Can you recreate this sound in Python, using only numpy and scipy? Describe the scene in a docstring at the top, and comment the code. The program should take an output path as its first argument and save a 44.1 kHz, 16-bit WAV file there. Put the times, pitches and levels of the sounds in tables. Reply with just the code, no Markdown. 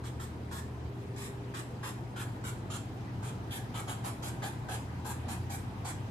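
"""In the trees above a town, a squirrel gives a run of short hoarse barks.
Each bark is unsteady pulses and breath noise shaped by resonances of chest, mouth, throat and nose;
trunks and leaves, made as fading noise echoes, scatter it into a brief tail.
Behind it, sines make a far engine that idles away, then speeds up in two pulls, a brief thin tone
and a mains hum; bands of flickering noise make the rumble of the town."""
import sys
import numpy as np
from scipy import signal
from scipy.fft import rfft, irfft, next_fast_len
from scipy.io import wavfile
from scipy.ndimage import uniform_filter1d

SR = 44100
rng = np.random.default_rng(int(sys.argv[2]) if len(sys.argv) > 2 else 0)


def to_wav(sig):
    """Store sig (one row per channel, or 1-D mono) as 16-bit WAV at the path in sys.argv[1].

    Samples outside -1..1 are clipped; the rate is SR.
    """
    pcm = np.clip(np.atleast_2d(sig), -1, 1) * 32767
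    pcm = np.round(pcm).astype(np.int16)
    wavfile.write(sys.argv[1], SR, pcm.T)  # frames by channels


N = 269284   # samples in the scene

# The barks, one per row; levels from chest to rasp, and the core, count from the whistle band:
# t/s, length/s, pitch f/Hz, roughness (1 or more = all breath), whistle band level/dB,
# chest level/dB, mouth f/Hz, throat level/dB, nose level/dB, upper resonances level/dB,
# rasp level/dB, mouth rise over the bark/dB, throat rise/dB, whistle core level/dB
BARK_ROWS = [(0.035, 0.043, 1004, 1.2, -56, 0.5, 1690, -3, -2, 1.5, -9, 0.5, 8, -11),
             (0.194, 0.047, 973, 0.9, -52.5, 2.5, 1800, -6, -5, 0, -11, -6, -4, -8),
             (0.509, 0.082, 870, 0.58, -52.5, 2.5, 1700, -5.5, -6, 1, -6.5, 3, -1.5, -8),
             (1.159, 0.11, 589, 0.42, -52.5, -2.5, 1790, -4, -2.5, 0.5, -4.5, 4, 2, -5.5),
             (1.537, 0.063, 836, 0.98, -51.5, 2.5, 1770, -4, -3, 3, -6.5, -2, -5, -11),
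             (1.827, 0.069, 855, 0.94, -51.5, 3.5, 1770, -2.5, -4.5, 0.5, -2, -3, -5, -12),
             (2.158, 0.069, 812.5, 0.41, -53.5, 2.5, 1460, 0.5, -2.5, 1.5, -0.5, 1, -6, -9),
             (2.436, 0.057, 742.6, 0.46, -50, 0, 1320, -2, -4.5, -0.5, -2, -5, -4, -12),
             (2.698, 0.067, 1007, 1.14, -48, -4, 1310, -1.5, -6.5, -1, -6, 3, -9, -4),
             (3.223, 0.071, 773, 0.84, -56, 1, 1300, -1.5, -4, -1, -2.5, -4, 2, -10),
             (3.505, 0.072, 810.5, 0.29, -53, 1, 1680, 5.5, -1, 2, 3.5, 10, -15, -11),
             (3.739, 0.061, 777, 0.99, -51, 3, 1300, 0.5, -2.5, -1, -1, 3, -11, -10),
             (3.872, 0.054, 778, 1, -50.5, 4, 1430, 0, -4.5, -1, 1, 1, -2, -7),
             (4.036, 0.051, 787, 0.96, -51.5, 6.5, 1370, -3, -1.5, 2, 3.5, 0.5, -1.5, -12),
             (4.222, 0.062, 786, 0.93, -50.5, 4, 1510, -2.5, -5, 1, 0.5, 1, -9, -13),
             (4.420, 0.058, 818, 0.7, -51, 6.5, 1670, 0, -3, 1.5, 1, -6, -10, -13),
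             (4.683, 0.07, 807, 0.85, -50, 5.5, 1630, -1.5, -3.5, 1.5, -1, 1, -5, -13),
             (5.045, 0.072, 819, 0.74, -49, 5, 1600, -8.5, -7, -0.5, -1, 11, -1.5, -10),
             (5.28, 0.054, 786, 0.77, -49.5, 3, 1690, -7, -1.5, 1, -1, 4, -1.5, -11),
             (5.495, 0.059, 791, 0.22, -49, 2.5, 1730, -8.5, -5, -2.5, -3.5, 10, -1.5, -12),
             (5.845, 0.057, 812, 1.06, -46, 0, 1720, -11, -7, -3, -10, 12, -6, -12)]
# How the voice changes as the head turns (a dip above 0 dB counts as none):
# t/s, chest f/Hz, mouth level against chest/dB, nose f/Hz, throat f/Hz, whistle band f/Hz,
# rasp f/Hz, lower dip f/Hz, its level/dB, upper dip f/Hz, its level/dB,
# top resonance level/dB, bridge resonance level/dB, left against right level/dB
HEAD_TURNS = [(0, 1090, -6, 2090, 3300, 7960, 12400, 4530, -6, 6000, -3, -8, -14, -1.5),
              (0.6, 1050, -3, 1990, 3300, 7700, 12300, 4650, -8, 5900, -8, -5, -18, -1),
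              (1.2, 1090, 0, 2450, 3580, 7440, 11600, 4530, -6, 5900, -16, -14, -4, -1),
              (1.55, 1070, -1, 2600, 3300, 7800, 11300, 4540, -13, 5700, -12, -12, -12, -1.5),
              (1.85, 1010, -4, 2590, 3260, 7340, 11100, 4540, -7, 5800, -8, -13, -2, 0),
              (2.2, 1010, 3, 2200, 3080, 7400, 11200, 4500, -5, 5800, -8, -12, -14, -1),
              (2.45, 960, 2, 2200, 3070, 7540, 10900, 5100, -8, 5800, 4, -12, -24, -1),
              (2.7, 775, 2, 2760, 3170, 7270, 10600, 4700, -3, 5640, -4, -18, -22, -1.5),
              (3.5, 780, 1.5, 2120, 3230, 7180, 10600, 5100, 0, 5700, -0.5, -11, -24, -0.5),
              (4.0, 750, -7, 2190, 3150, 7140, 10550, 4840, 1, 5700, -7, -18, -18, -1),
              (4.7, 750, -3.5, 2480, 3260, 7350, 10700, 4700, -3, 5550, -6, -12, -17, -1),
              (5.15, 920, -10, 2470, 3400, 7300, 10700, 4770, -7, 5700, -8, -15, -18, 0),
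              (5.5, 750, -8, 2330, 3400, 7770, 11400, 4800, 1, 5700, -1.5, -8, -23, -1.5),
              (6.1, 840, -9, 2360, 3200, 7300, 10600, 4800, 1, 5800, -10, -22, -18, 0.3)]
# Echoes from near trunks: level against the direct sound/dB, time to fall 60 dB/s
NEAR_TRUNKS = (6.5, .036)
# Echoes from far foliage, same columns
FAR_FOLIAGE = (1, 0.34)
# The far engine, one list per stretch: t/s, firing f/Hz, level/dB
ENGINE_STRETCHES = [
    [(0, 77.4, -49), (0.5, 82.2, -48.5), (0.9, 76, -48)],
    [(1.8, 101, -59), (2.5, 102, -46.5), (3.3, 102.6, -46), (4.0, 106.4, -44), (4.4, 113.7, -49.5),
     (4.75, 115.3, -50), (4.9, 126, -74)],
    [(4.4, 76.7, -81), (4.8, 79.8, -46.5), (5.2, 85, -45), (5.6, 92.4, -41.5), (6.1, 101, -47.5)],
]
# The brief thin tone: t/s, f/Hz, level/dB
THIN_TONE_ROWS = [(0.45, 399.5, -68), (0.55, 399.5, -59), (0.85, 399.5, -58), (0.92, 399.5, -53.5),
                  (1.2, 399.5, -52.5), (1.6, 399.5, -54), (1.66, 399.5, -75)]
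# Colour of the town rumble: f/Hz, relative level per Hz/dB
TOWN_COLOUR = [(12, -67), (20, -53), (49, -15), (83, -10), (103, -6), (122, -7), (185, -12.5), (245, -13),
               (405, -16.5), (565, -25), (615, -23), (835, -20.5), (1100, -27.5), (1380, -29.5),
               (7130, -48.5), (15500, -58)]
# Loudness of the town rumble: t/s, level/dB
TOWN_LOUDNESS = [(0, -44), (2.4, -42.5), (3.6, -41.5), (5.3, -41), (6.1, -41.5)]
# How alike the rumble is at the two microphones: f/Hz, likeness (-1 opposite, 0 unrelated, 1 same)
TOWN_LIKENESS = [(60, 1), (130, 0.92), (290, 0.93), (640, 0.5), (1300, -0.19), (3000, 0.053),
                 (15000, 0.078)]
# Colour of the left microphone against the right: f/Hz, level/dB
MICROPHONE_COLOUR = [(300, 0.5), (800, 1), (1600, 1.5), (3000, 0.5), (5500, -1), (7500, 0.5), (9500, 3),
                     (11000, -0.5), (12500, -3.5), (15000, 0)]

# Resonances of the voice
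LOW_WIDTH_HZ, MIDDLE_WIDTH_HZ, WHISTLE_WIDTH_HZ, RASP_WIDTH_HZ = 270, 310, 1960, 4100
CORE_WIDTH_HZ, DIP_WIDTH_HZ = 240, 550   # narrow core of the whistle band; dips cut by side cavities
BRIDGE_HZ, BRIDGE_WIDTH_HZ = 5210, 320   # narrow resonance between the two dips
UPPER, BETWEEN = (3990, 680, -4.5), (5170, 1330, -3.5)   # f/Hz, width/Hz, level/dB
TOP = (13340, 590)   # f/Hz, width/Hz
SKIRT_DB = 5   # broad skirt against the narrow peak of a resonance
MOUTH_DB_PER_KHZ = -8   # the mouth resonance weakens as it rises past 1500 Hz
SWELL_DB = 4   # rise of the treble over one bark
STEADY_S = .015   # a resonance holds its level over spans longer than this
GLIDE = .06   # resonances climb by this share of their pitch over one bark, as the mouth opens
# Echoes
FOLIAGE_DULL_HZ = 10000   # far foliage dulls its echoes above this
ECHOES_ALIKE_HZ = 800   # below this the echoes reach both microphones alike
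EVEN_HZ, TREND_HZ = 140, 5000   # echoes favour no band wider than the first; the broad colour stays
LEAD = 256   # lead-in of the echo paths, in samples
# Background and microphones
HUM_HZ, HUM_DB = 120.74, -44.5
BAND_HZ, BAND_START_DB, BAND_DB_PER_S = 417, 2, -1   # a band of the rumble fades slowly
CUTOFF_HZ = 15800   # nearly silent from here up


def squirrel():
    """Every bark takes new paths through the trees, as the animal turns and moves."""
    out = np.zeros((2, N + SR))
    turn_s, *turns = np.transpose(HEAD_TURNS)
    for start_s, *voice in BARK_ROWS:
        *pose, pan_db = [np.interp(start_s, turn_s, column) for column in turns]
        one_bark = bark(*voice, *pose)
        heard = signal.fftconvolve(one_bark[None], trees())
        heard = heard * from_db([[pan_db / 2], [-pan_db / 2]])
        first = round(start_s * SR) - LEAD
        out[:, first:first + heard.shape[1]] += heard
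    return out[:, :N]


def bark(length, pitch_hz, rough, db, chest_db, mouth_hz, throat_db, nose_db, upper_db, rasp_db,
         mouth_rise_db, throat_rise_db, core_db, chest_hz, mouth_db, nose_hz, throat_hz, whistle_hz,
         rasp_hz, low_dip_hz, low_dip_db, high_dip_hz, high_dip_db, top_db, bridge_db):
    """One bark: the lows burst out at once, the treble swells and arches later, all end quickly."""
    count = 8192
    t = np.arange(count) / SR
    progress = np.minimum(t / length, 1) - .5   # from -0.5 at the start to 0.5 at the end
    source = vocal_folds(count, pitch_hz, rough)
    clumps_db = 1.3 * drift(90, count=count)   # effort comes in clumps

    # chest and mouth
    mouth_db = chest_db + mouth_db + MOUTH_DB_PER_KHZ * (mouth_hz - 1500) / 1000
    mouth = formant(source, mouth_hz, LOW_WIDTH_HZ, mouth_db + mouth_rise_db * progress, progress)
    chest = formant(source, chest_hz, LOW_WIDTH_HZ, chest_db, progress)
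    lows = chest - mouth

    # nose and throat
    throat_db = throat_db + throat_rise_db * progress
    throat = formant(source, throat_hz, MIDDLE_WIDTH_HZ, throat_db, progress)
    nose = formant(source, nose_hz, MIDDLE_WIDTH_HZ, nose_db - 0.9 * progress, progress)
    middle = nose - throat

    # upper resonances and the bridge
    upper = formant(source, *UPPER, progress) - formant(source, *BETWEEN, progress)
    upper = from_db(upper_db - 2.5 * progress) * upper
    bridge = from_db(bridge_db) * steady(resonate(source, BRIDGE_HZ, BRIDGE_WIDTH_HZ))

    # whistle band and rasp
    swell = from_db(SWELL_DB * progress)
    core = from_db(core_db) * steady(climbing(source, whistle_hz, CORE_WIDTH_HZ, progress))
    whistle = formant(source, whistle_hz, WHISTLE_WIDTH_HZ, 0, progress) * swell + core
    rasp = from_db(rasp_db) * steady(resonate(source, rasp_hz, RASP_WIDTH_HZ))
    rasp = rasp - formant(source, *TOP, top_db, progress)
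    arch = from_db(4.0 * progress - 20.0 * progress ** 2)
    rasp = rasp * arch * swell

    burst = (1 - np.exp(-t / 0.002)) * (1 + 0.8 * np.exp(-t / 0.008))   # the folds are blown open
    opening = 1 - np.exp(-t / 0.004)
    ring_up = 1 - np.exp(-t / 0.0076)   # the throat rings up more slowly
    voice = burst * lows + ring_up * middle + opening * (upper + bridge + whistle - rasp)
    voice = dip(voice, low_dip_hz, low_dip_db)
    voice = dip(voice, high_dip_hz, high_dip_db)
    ending_db = -60 * np.maximum(t - length, 0) / .09   # 60 dB down in 0.09 s
    return from_db(db + clumps_db + ending_db) * voice


def vocal_folds(count, pitch_hz, rough):
    """Unsteady pulses, mixed with air noise that swells on every opening."""
    wobble = .045 * drift(120, count=count) + .03 * drift(25, count=count)
    cycles = np.cumsum(pitch_hz * (1 + wobble)) / SR
    clicks = np.diff(np.floor(cycles), prepend=0)   # one at each whole cycle
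    pulses = clicks * from_db(0.53 * rng.standard_normal(count))
    air = rng.standard_normal(count) * (1 + np.cos(2 * np.pi * cycles))
    rough = np.clip(rough, 0, 1)
    return np.sqrt(1 - rough) * rms_one(pulses) + np.sqrt(rough) * rms_one(air)


def formant(source, hz, width_hz, db, progress):
    """A narrow climbing peak standing on a skirt three times as broad, its level held steady."""
    skirt = from_db(SKIRT_DB) * resonate(source, hz, 3 * width_hz)
    return from_db(db) * steady(climbing(source, hz, width_hz, progress) + skirt)


def climbing(source, hz, width_hz, progress):
    """A resonance that hands over from a lower pitch to a higher one."""
    low = resonate(source, hz * (1 - GLIDE / 2), width_hz)
    high = resonate(source, hz * (1 + GLIDE / 2), width_hz)
    return np.sqrt(.5 - progress) * low + np.sqrt(.5 + progress) * high


def resonate(x, hz, width_hz):
    """A resonance applied twice, so the valleys stay dark; rms 1."""
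    r = np.exp(-np.pi * width_hz / SR)
    angle = 2 * np.pi * min(hz, .45 * SR) / SR
    for _ in range(2):
        x = signal.lfilter([1, 0, -1], [1, -2 * r * np.cos(angle), r * r], x)
    return rms_one(x)


def steady(x):
    """Even out slow chance swings of level to about rms 1."""
    power = uniform_filter1d(x ** 2, size=round(STEADY_S * SR))
    return x / np.sqrt(power + 1e-3)


def dip(x, hz, db):
    """A side cavity of the throat swallows a narrow band."""
    w, a = 2 * np.pi * hz / SR, np.tan(np.pi * DIP_WIDTH_HZ / SR)
    depth = a * from_db(min(db, 0))   # it never boosts
    return signal.lfilter([1 + depth, -2 * np.cos(w), 1 - depth], [1 + a, -2 * np.cos(w), 1 - a], x)


def trees():
    """Paths to the two microphones: direct sound, then dense fading echoes; mean energy 1."""
    t = np.arange(SR // 2) / SR
    near, far = [from_db(db - 60 * t / t60) / np.sqrt(t60 * SR / np.log(1e6))
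                 for db, t60 in (NEAR_TRUNKS, FAR_FOLIAGE)]
    noise = rng.standard_normal((2, 2, len(t)))   # near or far, microphone, time
    # give the second microphone the lows of the first
    low_pass = signal.butter(2, ECHOES_ALIKE_HZ, fs=SR)
    noise[:, 1] += signal.lfilter(*low_pass, noise[:, 0] - noise[:, 1])
    dull = np.exp(-2 * np.pi * FOLIAGE_DULL_HZ / SR)
    foliage = signal.lfilter([np.sqrt(1 - dull ** 2)], [1, -dull], noise[1])
    paths = near * noise[0] + far * foliage
    paths[[0, 1], rng.integers(0, 6, size=2)] = 1   # the direct sound arrives a few samples apart
    paths = evened(paths)
    return paths / np.sqrt(np.mean(np.sum(paths ** 2, axis=1)))


def evened(paths):
    """Many small scatterers smear a sound in time but keep its broad colour; adds the lead-in."""
    count = paths.shape[1]
    spectrum = rfft(np.roll(paths, LEAD, axis=1))
    power = abs(spectrum) ** 2
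    local = uniform_filter1d(power, size=round(EVEN_HZ * count / SR))
    trend = uniform_filter1d(power, size=round(TREND_HZ * count / SR))
    return irfft(spectrum * np.sqrt(trend / local), count)


def far_engine():
    """The beat of the firing, heard from afar as one wavering sine per stretch."""
    return sum(tone(stretch, waver_db=1.2) for stretch in ENGINE_STRETCHES)


def thin_tone():
    """A brief thin tone: one sine at a fixed pitch, its level wavering a little."""
    return tone(THIN_TONE_ROWS, waver_db=.4)


def mains_hum():
    """A low electric hum: one sine throughout, almost steady."""
    return tone([(0, HUM_HZ, HUM_DB), (N / SR, HUM_HZ, HUM_DB)], waver_db=.3)


def tone(rows, waver_db):
    """A sine along (t/s, f/Hz, level/dB) rows, at -120 dB outside them, its level wavering."""
    s, hz, db = np.transpose(rows)
    t = np.arange(N) / SR
    gain = from_db(np.interp(t, s, db, left=-120, right=-120) + waver_db * drift(1.3))
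    cycles = np.cumsum(np.interp(t, s, hz)) / SR + rng.random()
    return np.sqrt(2) * gain * np.sin(2 * np.pi * cycles)


def town():
    """Third-octave bands of stereo noise, each with its own level, flicker and likeness."""
    t = np.arange(N) / SR
    out = 0
    edges = 20 * 2 ** (np.arange(30) / 3)
    settle = SR // 2   # let the filters settle first
    white = rng.standard_normal((2, 2, N + settle))   # neighbouring bands use different noise
    for k, (low, high) in enumerate(zip(edges, edges[1:])):
        band_pass = signal.butter(2, [low, high], "band", fs=SR, output="sos")
        mid, side = signal.sosfilt(band_pass, white[k % 2])[:, settle:]
        hz = np.sqrt(low * high)
        alike = np.clip(at_hz(TOWN_LIKENESS, hz), -1, 1)
        nearness = np.exp(-(np.log2(hz / BAND_HZ) / .5) ** 2)   # to the fading band
        fading_db = nearness * (BAND_START_DB + BAND_DB_PER_S * t)
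        gain = from_db(at_hz(TOWN_COLOUR, hz) + fading_db + 1.45 * drift(14.3))
        out = out + gain * (np.sqrt(1 + alike) * mid + np.sqrt(1 - alike) * side * [[1], [-1]])
    return rms_one(out) * from_db(np.interp(t, *np.transpose(TOWN_LOUDNESS)))


def drift(rate, count=N):
    """Slow chance: coarse noise through a double one-pole low-pass; spread 1."""
    step = 20   # samples between coarse points
    r = np.exp(-2 * np.pi * rate * step / SR)
    noise = rng.standard_normal(count // step + 4002)
    slow = signal.lfilter([1], [1, -2 * r, r * r], noise)[4000:]
    return np.interp(np.arange(count) / step, np.arange(len(slow)), slow / np.std(slow))


def from_db(db):
    """Decibels to gain."""
    return 10 ** (np.asarray(db) / 20)


def rms_one(x):
    """Scale to rms 1."""
    return x / np.sqrt(np.mean(x ** 2) + 1e-20)


def at_hz(points, hz):
    """Read a spectrum on a log-frequency axis."""
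    points = np.array(points)
    return np.interp(np.log(hz), np.log(points[:, 0]), points[:, 1])


def scene():
    """Barks over rumble; the low tones reach both microphones alike."""
    return squirrel() + far_engine() + thin_tone() + mains_hum() + town()


def record(dry):
    """The two microphones differ in colour; the top is cut steeply."""
    size = next_fast_len(N + 4096)
    hz = np.arange(size // 2 + 1) * SR / size + 1   # 1 Hz up, to avoid log of 0
    tilt_db = at_hz(MICROPHONE_COLOUR, hz) / 2
    pair = irfft(rfft(dry, size) * from_db([tilt_db, -tilt_db]), size)[:, :N]
    top_cut = signal.cheby2(20, 60, CUTOFF_HZ, fs=SR, output="sos")
    return signal.sosfilt(top_cut, pair)


dry = scene()
out = record(dry)
to_wav(out)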